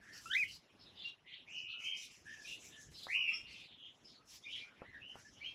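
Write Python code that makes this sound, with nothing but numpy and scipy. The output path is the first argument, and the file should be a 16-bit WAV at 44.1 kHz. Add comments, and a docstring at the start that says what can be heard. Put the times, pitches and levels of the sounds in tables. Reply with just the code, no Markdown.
"""A cockatiel calls once close to the phone: a rising whistle, a gliding sine with an octave and a pitch flutter.
Farther off in the aviary other cockatiels whistle and small parakeets chirp and screech: sines of jumping
pitch and hissing noise, each with the echo of the walls. Three dull knocks on the phone's case are short
decaying sines with a rattle; handling rumble and a quiet outdoor hum are coloured noise."""
import sys
import numpy as np
from scipy import signal
from scipy.fft import rfft, irfft, next_fast_len
from scipy.io import wavfile
from scipy.ndimage import uniform_filter1d, map_coordinates

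SR = 44100
rng = np.random.default_rng(int(sys.argv[2]) if len(sys.argv) > 2 else 0)


def log_audio(samples):
    """Write samples as a 16-bit WAV file to the path given in sys.argv[1]."""
    # one column per channel
    frames = np.atleast_2d(samples).T
    # limit to full scale, then quantise
    limited = np.clip(frames, -1, 1)
    pcm = np.round(limited * 32767).astype(np.int16)
    wavfile.write(sys.argv[1], SR, pcm)


def boost_factor(decibels):
    """Convert a level in decibels to a linear amplitude factor."""
    exponent = np.asarray(decibels, float) / 20
    return 10 ** exponent


N = 244314

# far birds: the octave is strongest for notes near 1950 Hz, weak below and above:
# pitch_hz, octave_db (relative to the note)
OCTAVE = [(1100, -30), (1720, -22), (1950, -17), (2300, -23), (2900, -30), (6000, -32)]


def unit(x):
    """x at rms 1."""
    return x / np.sqrt(np.mean(x ** 2) + 1e-20)


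def along(points, hz):
    """(Hz, value) points read on a log frequency axis."""
    point_hz, value = np.transpose(points)
    return np.interp(np.log(hz + 1), np.log(point_hz + 1), value)


def curves(rows, t):
    """Each column after the time, read at the times t."""
    s, *columns = np.transpose(rows)
    return [np.interp(t, s, column) for column in columns]


def span(start, end):
    """Sample times from start to end, in s."""
    return np.arange(round(start * SR), round(end * SR)) / SR


def wobble(t, rate):
    """A smooth random curve through normal draws, rate knots a second."""
    knots = rng.standard_normal(1000)
    return map_coordinates(knots, [(t - t[0]) * rate], mode="wrap")


def noise(spectrum):
    """Noise of rms 1 with the given colour, (Hz, dB per Hz)."""
    m = next_fast_len(N)
    white = rfft(rng.standard_normal(m))
    colour = boost_factor(along(spectrum, np.fft.rfftfreq(m, 1 / SR)))
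    return unit(irfft(white * colour, m)[:N])


def add(mix, start, x):
    """Mix x in from the time start."""
    part = mix[max(round(start * SR), 0):][:len(x)]
    part += x[:len(part)]


def bump(t, middle, half_width):
    """A bell-shaped swell of height 1."""
    return np.exp(-((t - middle) / half_width) ** 2)


def syrinx(hz, db, octave_db, top_db):
    """The bird's voice: a sine of the given rms level with its octave and faint higher partials."""
    turn = 2 * np.pi * np.cumsum(hz) / SR
    higher = boost_factor(octave_db) * (np.sin(2 * turn) + 0.069 * np.sin(3 * turn))
    top = boost_factor(top_db) * (np.sin(4 * turn) + np.sin(5 * turn))
    return np.sqrt(2) * boost_factor(db) * (np.sin(turn) + higher + top)


def walls(x, direct_db, echo_db):
    """Direct sound plus a diffuse tail of decaying noise, drawn afresh for each sound."""
    # decay of the aviary's echo: band_hz, t60_s
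    decay = [(1000, .2), (3000, .2), (8000, .13)]
    hz, t, z = signal.stft(rng.standard_normal(SR // 2), SR, nperseg=256)
    tail = signal.istft(z * boost_factor(-60 * t / along(decay, hz)[:, None]), SR, nperseg=256)[1]
    tail *= boost_factor(echo_db) / np.sqrt(np.sum(tail ** 2))
    gap = np.zeros(130)  # samples between the direct sound and the echo
    return signal.fftconvolve(x, np.r_[boost_factor(direct_db), gap, tail])


def background():
    """Outdoor hum with a passing low swell, and lumpy rumble of the hand: three bands of coloured noise."""
    # colour of the hum: band_hz, density_db (per Hz, relative)
    hum_colour = [(53, -65), (90, -1.5), (311, -1.5), (448, -6.5), (1490, -12.5), (3080, -7.5),
                  (4430, -17.5), (5480, -17.5), (8600, -31), (10600, -28), (15000, -45)]
    # colour of the hum's low swell: band_hz, density_db (per Hz, relative)
    low_colour = [(200, -62), (290, 1), (380, -3.5), (600, -10), (900, -64)]
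    # colour of the handling rumble: band_hz, density_db (per Hz, relative)
    rumble_colour = [(15, -78), (25, -16.5), (54, 3), (130, -3), (160, -1.5), (210, -27), (350, -120)]
    # shifts of the grip: middle_s, half_width_s, gain_db
    shifts = [(0.399, 0.16, 7.5), (2.25, 0.053, 8.5), (2.55, .35, 4.5), (2.9, 0.039, 15),
              (3.1, 0.039, 15.8), (3.35, 0.38, 3.1), (4.95, 0.132, 11.5), (5.181, 0.04, 7.8),
              (5.35, .12, 8)]
    t = span(0, N / SR)
    hum = boost_factor(-64 + .8 * wobble(t, 7)) * noise(hum_colour)
    low_db = -74 + 3 * wobble(t, 12)
    hum += boost_factor(low_db) * bump(t, middle=2.6, half_width=0.34) * noise(low_colour)
    grip_db = -77.5 + sum(gain_db * bump(t, s, width) for s, width, gain_db in shifts)
    lumps_db = 2.2 * wobble(t, 10)
    return hum + boost_factor(grip_db + lumps_db) * noise(rumble_colour)


def knocks():
    """One short swing of the plastic case, then a faint rattle that dies."""
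    # knocks on the case: start_s, level_db (before the balance of swing and rattle), pitch_hz, t60_s
    hits = [(3.0686, -34.5, 970, 0.0037), (4.8187, -33, 490, 0.0031), (5.156, -40, 750, 0.0042)]
    # colour of the case rattling after a knock: band_hz, density_db (per Hz, relative)
    rattle_colour = [(150, -120), (250, -5), (700, -1.5), (1500, -7.5), (3000, -120)]
    out, t, rattle = np.zeros(N), span(0, .15), noise(rattle_colour)
    for s, db, hz, t60 in hits:
        swing = boost_factor(-60 * t / t60) * (1 - np.exp(-t / .0004)) * np.sin(2 * np.pi * hz * t)
        fall = boost_factor(-16 - 60 * t / .11) * (1 - np.exp(-t / .003))
        after = fall * rattle[round(s * SR):][:len(t)]
        add(out, s, boost_factor(db) * (3 * swing + after))
    return out


def rasp(middle, length, hz, rasp_hz, db):
    """The syrinx runs chaotically: pitch jumps about within the rasp band hundreds of times a second."""
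    t = span(middle - length / 2, middle + length / 2)
    swell = np.abs(np.sin(np.pi * ((t - t[0]) / length) ** 1.15)) ** .9
    pitch = hz * np.exp(1.05 * rasp_hz / hz * wobble(t, 550))
    pulses_db = 3 * wobble(t, 142.2)
    chirp = syrinx(pitch, db + pulses_db, along(OCTAVE, hz), top_db=-45)
    return t, swell * boost_factor(pulses_db), walls(swell * chirp, -5, -1.6)


def chatter():
    """Parakeets: chirps are rasp alone; screeches add air that hisses out in spurts."""
    # raspy chirps of the flock: middle_s, length_s, pitch_hz, rasp_hz (nominal spread), level_db (before echo)
    chirps = [(0.094, 0.23, 1768, 216, -63.5), (0.149, 0.058, 2850, 285, -63),
              (0.472, 0.11, 2916, 193, -55), (0.815, 0.067, 4740, 432, -63.5),
              (0.859, 0.12, 3885, 306, -65), (1.029, 0.17, 3660, 539, -52.5),
              (1.036, 0.074, 2380, 270, -67), (1.34, 0.19, 3214, 550, -56.5),
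              (1.713, 0.079, 3660, 418, -57), (2.1, 0.16, 2647, 402.5, -63.5), (2.314, 0.2, 2630, 425, -65),
              (3.328, 0.21, 3290, 152, -61), (3.499, 0.09, 4450, 292, -62.5), (3.539, 0.27, 2802, 434, -56),
              (3.711, 0.097, 3244, 399, -61), (3.831, 0.17, 3173, 250, -57), (4.083, 0.096, 5100, 358, -64),
              (4.103, 0.092, 4000, 570, -65.5), (4.319, 0.12, 3190, 955, -64.5),
              (4.551, 0.14, 3070, 501, -51.5), (4.592, 0.11, 4120, 495, -59.5),
              (4.799, 0.15, 2222, 449, -68.5), (5.162, 0.14, 1678, 270, -67.5),
              (5.382, 0.14, 3080, 206, -66.5), (5.456, 0.17, 4320, 750, -66)]
    # chirps with hissing breath: middle_s, length_s, pitch_hz, level_db, breath_db (levels before echo)
    screeches = [(0.06, 0.14, 5920, -74, -66.5), (0.637, 0.11, 5380, -79, -90),
                 (0.152, 0.075, 5330, -54.5, -54.5), (0.312, 0.32, 5720, -63, -58),
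                 (0.514, 0.11, 4730, -57.5, -58), (1.079, 0.072, 5400, -71, -71),
                 (1.556, 0.19, 5700, -63, -78), (1.848, 0.14, 5920, -60.5, -58.5),
                 (1.997, 0.14, 5600, -56.5, -62), (2.018, 0.14, 3960, -63, -61.5),
                 (2.126, 0.19, 5630, -66, -65.5), (2.346, 0.34, 5660, -66, -66),
                 (2.475, 0.17, 5640, -59, -60.5), (2.504, 0.15, 3372, -55.5, -60),
                 (2.63, 0.1, 2540, -62.5, -62), (2.643, 0.16, 6500, -59, -61.5),
                 (2.733, 0.075, 3305, -58.5, -66), (2.815, 0.15, 6300, -62.5, -64.5),
                 (2.921, 0.075, 5370, -95, -62.5), (2.998, 0.16, 4073, -55, -61),
                 (3.112, 0.12, 6350, -69, -61.5), (3.34, 0.2, 6900, -73.5, -70),
                 (3.544, 0.18, 5270, -65.5, -64.5), (3.618, 0.15, 4070, -64.5, -71),
                 (4.031, 0.42, 6300, -78, -79.5), (4.319, 0.15, 5720, -61, -59),
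                 (4.523, 0.36, 5550, -69, -70.5), (5.171, 0.072, 5660, -79, -62.5),
                 (5.241, 0.38, 5670, -69.5, -71.5)]
    # colour of the air hissing out with a screech: band_hz, density_db (per Hz, relative)
    breath_colour = [(1500, -30), (3000, 2), (7500, 5), (10500, 0), (12000, -8), (13500, -30)]
    # colour of the fizz that harder breath adds on top: band_hz, density_db (per Hz, relative)
    fizz_colour = [(10000, -40), (12000, 0), (15500, -9)]
    rasp_share = 0.12  # nominal rasp of a screech as share of its pitch
    out, air, fizz = np.zeros(N), noise(breath_colour), noise(fizz_colour)
    for row in chirps:
        t, swell, chirp = rasp(*row)
        add(out, t[0], chirp)
    for middle, length, hz, db, breath_db in screeches:
        t, swell, chirp = rasp(middle, length, hz, rasp_share * hz, db)
        add(out, t[0], chirp)
        fizz_db = .6 * (breath_db + 72) - 21 + 3 * wobble(t, 30)  # harder breath is brighter
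        breath = np.roll(air, rng.integers(N))[:len(t)]
        breath = breath + boost_factor(fizz_db) * np.roll(fizz, rng.integers(N))[:len(t)]
        sputter_db = 3 * wobble(t, 47.3)  # the air comes in uneven spurts
        hiss = swell * boost_factor(breath_db + sputter_db) * breath
        add(out, t[0], walls(hiss, -10.0, -6.5))
    return out


def far_note(t, hz, db, depth):
    """A far call: the pitch dwells on top and dips unevenly; heard mostly by way of the walls."""
    dip = np.sin(np.pi * 70 * t + 1.177 * wobble(t, 29.72)) ** 4  # about 70 dips a second
    pitch = hz * (1 + depth * (.3 - dip) + .006 * wobble(t, 300))
    level_db = db - 3 * dip + 1.5 * wobble(t, 120)
    note = syrinx(pitch, level_db, along(OCTAVE, hz), top_db=-45)
    onset_s = 0.012
    note *= 1 - np.exp(-((t - t[0]) / onset_s) ** 2)  # the note starts softly
    return walls(note, -3.5, -2.5)


def whistles():
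    """Far cockatiels: all but the loudest swell as they slide to a held pitch, sag a little and fade late."""
    # the loudest far whistle: time_s, pitch_hz, level_db (before dips and echo)
    loud = [(3.075, 1714, -43.5), (3.12, 2292, -38), (3.155, 2783, -36), (3.19, 2790, -37),
            (3.22, 2774, -34), (3.26, 2650, -40), (3.29, 2574, -33.5), (3.32, 2744, -45), (3.36, 2646, -49),
            (3.46, 2704, -66)]
    # the others: start_s, length_s, first_hz, held_hz, level_db (before dips and echo), flutter (share of pitch)
    calls = [(0, .16, 1600, 1800, -60.5, .12), (.785, 0.063, 5170, 5150, -62, 0.036),
             (1.035, 0.049, 2810, 2790, -46, 0.011), (1.238, 0.096, 2016, 2077, -60, 0.085),
             (1.464, 0.29, 2142, 2886, -48, .16), (1.631, 0.19, 2565, 2884, -48.5, 0.18),
             (1.676, 0.2, 1272, 1376, -65, 0.086), (1.795, 0.15, 2330, 2553, -47.5, 0.19),
             (1.832, 0.133, 2997, 3115, -41.5, 0.074), (1.902, 0.14, 2420, 2440, -48, .16),
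             (1.964, .1, 3100, 3040, -50.5, 0.12), (2.249, 0.105, 1656, 1770, -49, 0.091),
             (2.37, 0.094, 1746, 1720, -55.5, 0.059), (2.438, 0.12, 2303, 2772, -45.5, 0.1),
             (2.686, .2, 1700, 1749, -62.5, 0.055), (2.925, 0.054, 5300, 5100, -59, 0.11),
             (3.144, .09, 1100, 1093, -65, 0.096), (3.255, 0.1, 2112, 2120, -51, .1),
             (3.304, 0.097, 1200, 1305, -62, 0.033), (3.31, .09, 5160, 5436, -49, 0.067),
             (4.04, 0.037, 5250, 5170, -54.5, .09), (4.133, 0.039, 4100, 4310, -58.5, 0.14),
             (4.16, 0.13, 1217, 1290, -77, 0.055), (4.42, .045, 3100, 3580, -53, .08),
             (4.47, 0.13, 2450, 3200, -48, 0.147), (4.62, 0.14, 1286, 1480, -67.5, 0.17),
             (4.44, 0.064, 2204, 2380, -51.5, 0.108), (4.54, 0.15, 2137, 2330, -52.5, 0.151),
             (4.833, 0.085, 1750, 1970, -58, .16), (4.919, .07, 1990, 1777, -51.5, 0.15),
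             (4.998, 0.15, 2552, 2975, -50.5, 0.096), (5.239, 0.035, 1800, 1722, -56, 0.055),
             (5.395, 0.13, 1926, 2610, -51.5, 0.14), (5.423, 0.1, 2537, 3240, -47.5, 0.012)]
    longest_glide_s, glide_share = .09, .6  # slide to the held pitch: longest, or share of a short note
    sag_per_s = 0.307  # share of the pitch lost per second after the slide
    swell_db, waver_db = 5, 2.5  # gain during the slide; slow unevenness of the level
    fade_db, fade_power = 15, 3.77  # loss by the end of a note; a higher power fades later
    out, t = np.zeros(N), span(loud[0][0], loud[-1][0])
    add(out, t[0], far_note(t, *curves(loud, t), depth=.17))
    for start, length, first_hz, held_hz, db, flutter in calls:
        t = span(start, start + length)
        age = t - t[0]
        glide_s = min(longest_glide_s, glide_share * length)
        slide = np.sin(np.pi / 2 * np.clip(age / glide_s, 0, 1))
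        sag = 1 - sag_per_s * np.clip(age - glide_s, 0, 1)
        hz = (first_hz + (held_hz - first_hz) * slide) * sag
        level_db = db - swell_db * (1 - slide) - fade_db * (age / length) ** fade_power
        level_db = level_db + waver_db * wobble(t, 28.9)
        add(out, t[0], far_note(t, hz, level_db, flutter))
    return out


def cockatiel():
    """The close bird: a rising whistle whose pitch flutters; it weakens in the troughs of the flutter."""
    # the near call: time_s, pitch_hz, level_db, octave_db (relative to the note), all before flutter and echo
    call = [(0.257, 1310, -57, -33), (0.259, 1327, -46.5, -19), (.297, 1390, -60, 1.5),
            (0.306, 1501, -45.5, 3.5), (0.342, 1731, -40, -3), (0.352, 1908, -33, -16),
            (0.368, 2272, -30.5, -42), (0.384, 2504, -37, -24), (0.403, 2534, -34.5, -28),
            (0.424, 2402, -33, -35), (0.439, 2033, -34, -32), (.443, 1800, -65, -35)]
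    warble_hz, crest_s = 64.5, .307  # flutter rate and the time of one crest
    t = span(call[0][0], call[-1][0])
    hz, db, octave_db = curves(call, t)
    depth_hz = 183 * bump(t, middle=0.344, half_width=0.027)  # deepest while the pitch climbs
    flutter = np.cos(2 * np.pi * warble_hz * (t - crest_s))
    pitch = hz * (1 + .012 * wobble(t, 350)) + depth_hz * flutter
    octave_db += 6 * wobble(t, 220)  # the overtone breaks up
    note = syrinx(pitch, db + 0.015 * depth_hz * flutter, octave_db, top_db=-48.5)
    out = np.zeros(N)
    add(out, t[0], walls(note, -.3, -12))
    return out


def scene():
    """All birds and noises in one channel."""
    return (background() + knocks() + chatter() + whistles() + cockatiel())[None]


def tone_colour(x):
    """Tone colour of the whole sound: two dips in the treble, near 4.6 and 8.7 kHz."""
    # dips in the treble: centre_hz, width_hz, gain_db
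    dips = [(4640, 200, -2.5), (8660, 510, -8)]
    hz = np.fft.rfftfreq(N, 1 / SR)
    gain_db = sum(db * bump(hz, centre, width) for centre, width, db in dips)
    return irfft(rfft(x) * boost_factor(gain_db), N)


def suppressor(x, over_db, depth_db):
    """Turns each band down while it stays near its own quiet level, leaving dark patches between calls."""
    z = signal.stft(x, nperseg=512, noverlap=384)[2]
    smooth = uniform_filter1d(np.abs(z) ** 2, size=7, axis=1)  # over frequency
    power = np.abs(uniform_filter1d(smooth, size=9, axis=2))  # over time
    quiet = np.percentile(power, 15, axis=2, keepdims=True)
    gain = np.clip(1 - boost_factor(2 * over_db) * quiet / (power + 1e-20), boost_factor(depth_db), 1)
    return signal.istft(z * gain, nperseg=512, noverlap=384)[1][:, :N]


def roll_off(x):
    """The treble ends steeply here."""
    return signal.sosfilt(signal.butter(12, 15380, fs=SR, output="sos"), x)


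def record(dry):
    """The phone takes in the scene: two treble dips, then the noise suppressor."""
    coloured = tone_colour(dry)
    finished = suppressor(coloured, over_db=-2.5, depth_db=-12)
    return roll_off(finished)


dry = scene()
out = record(dry)
log_audio(out)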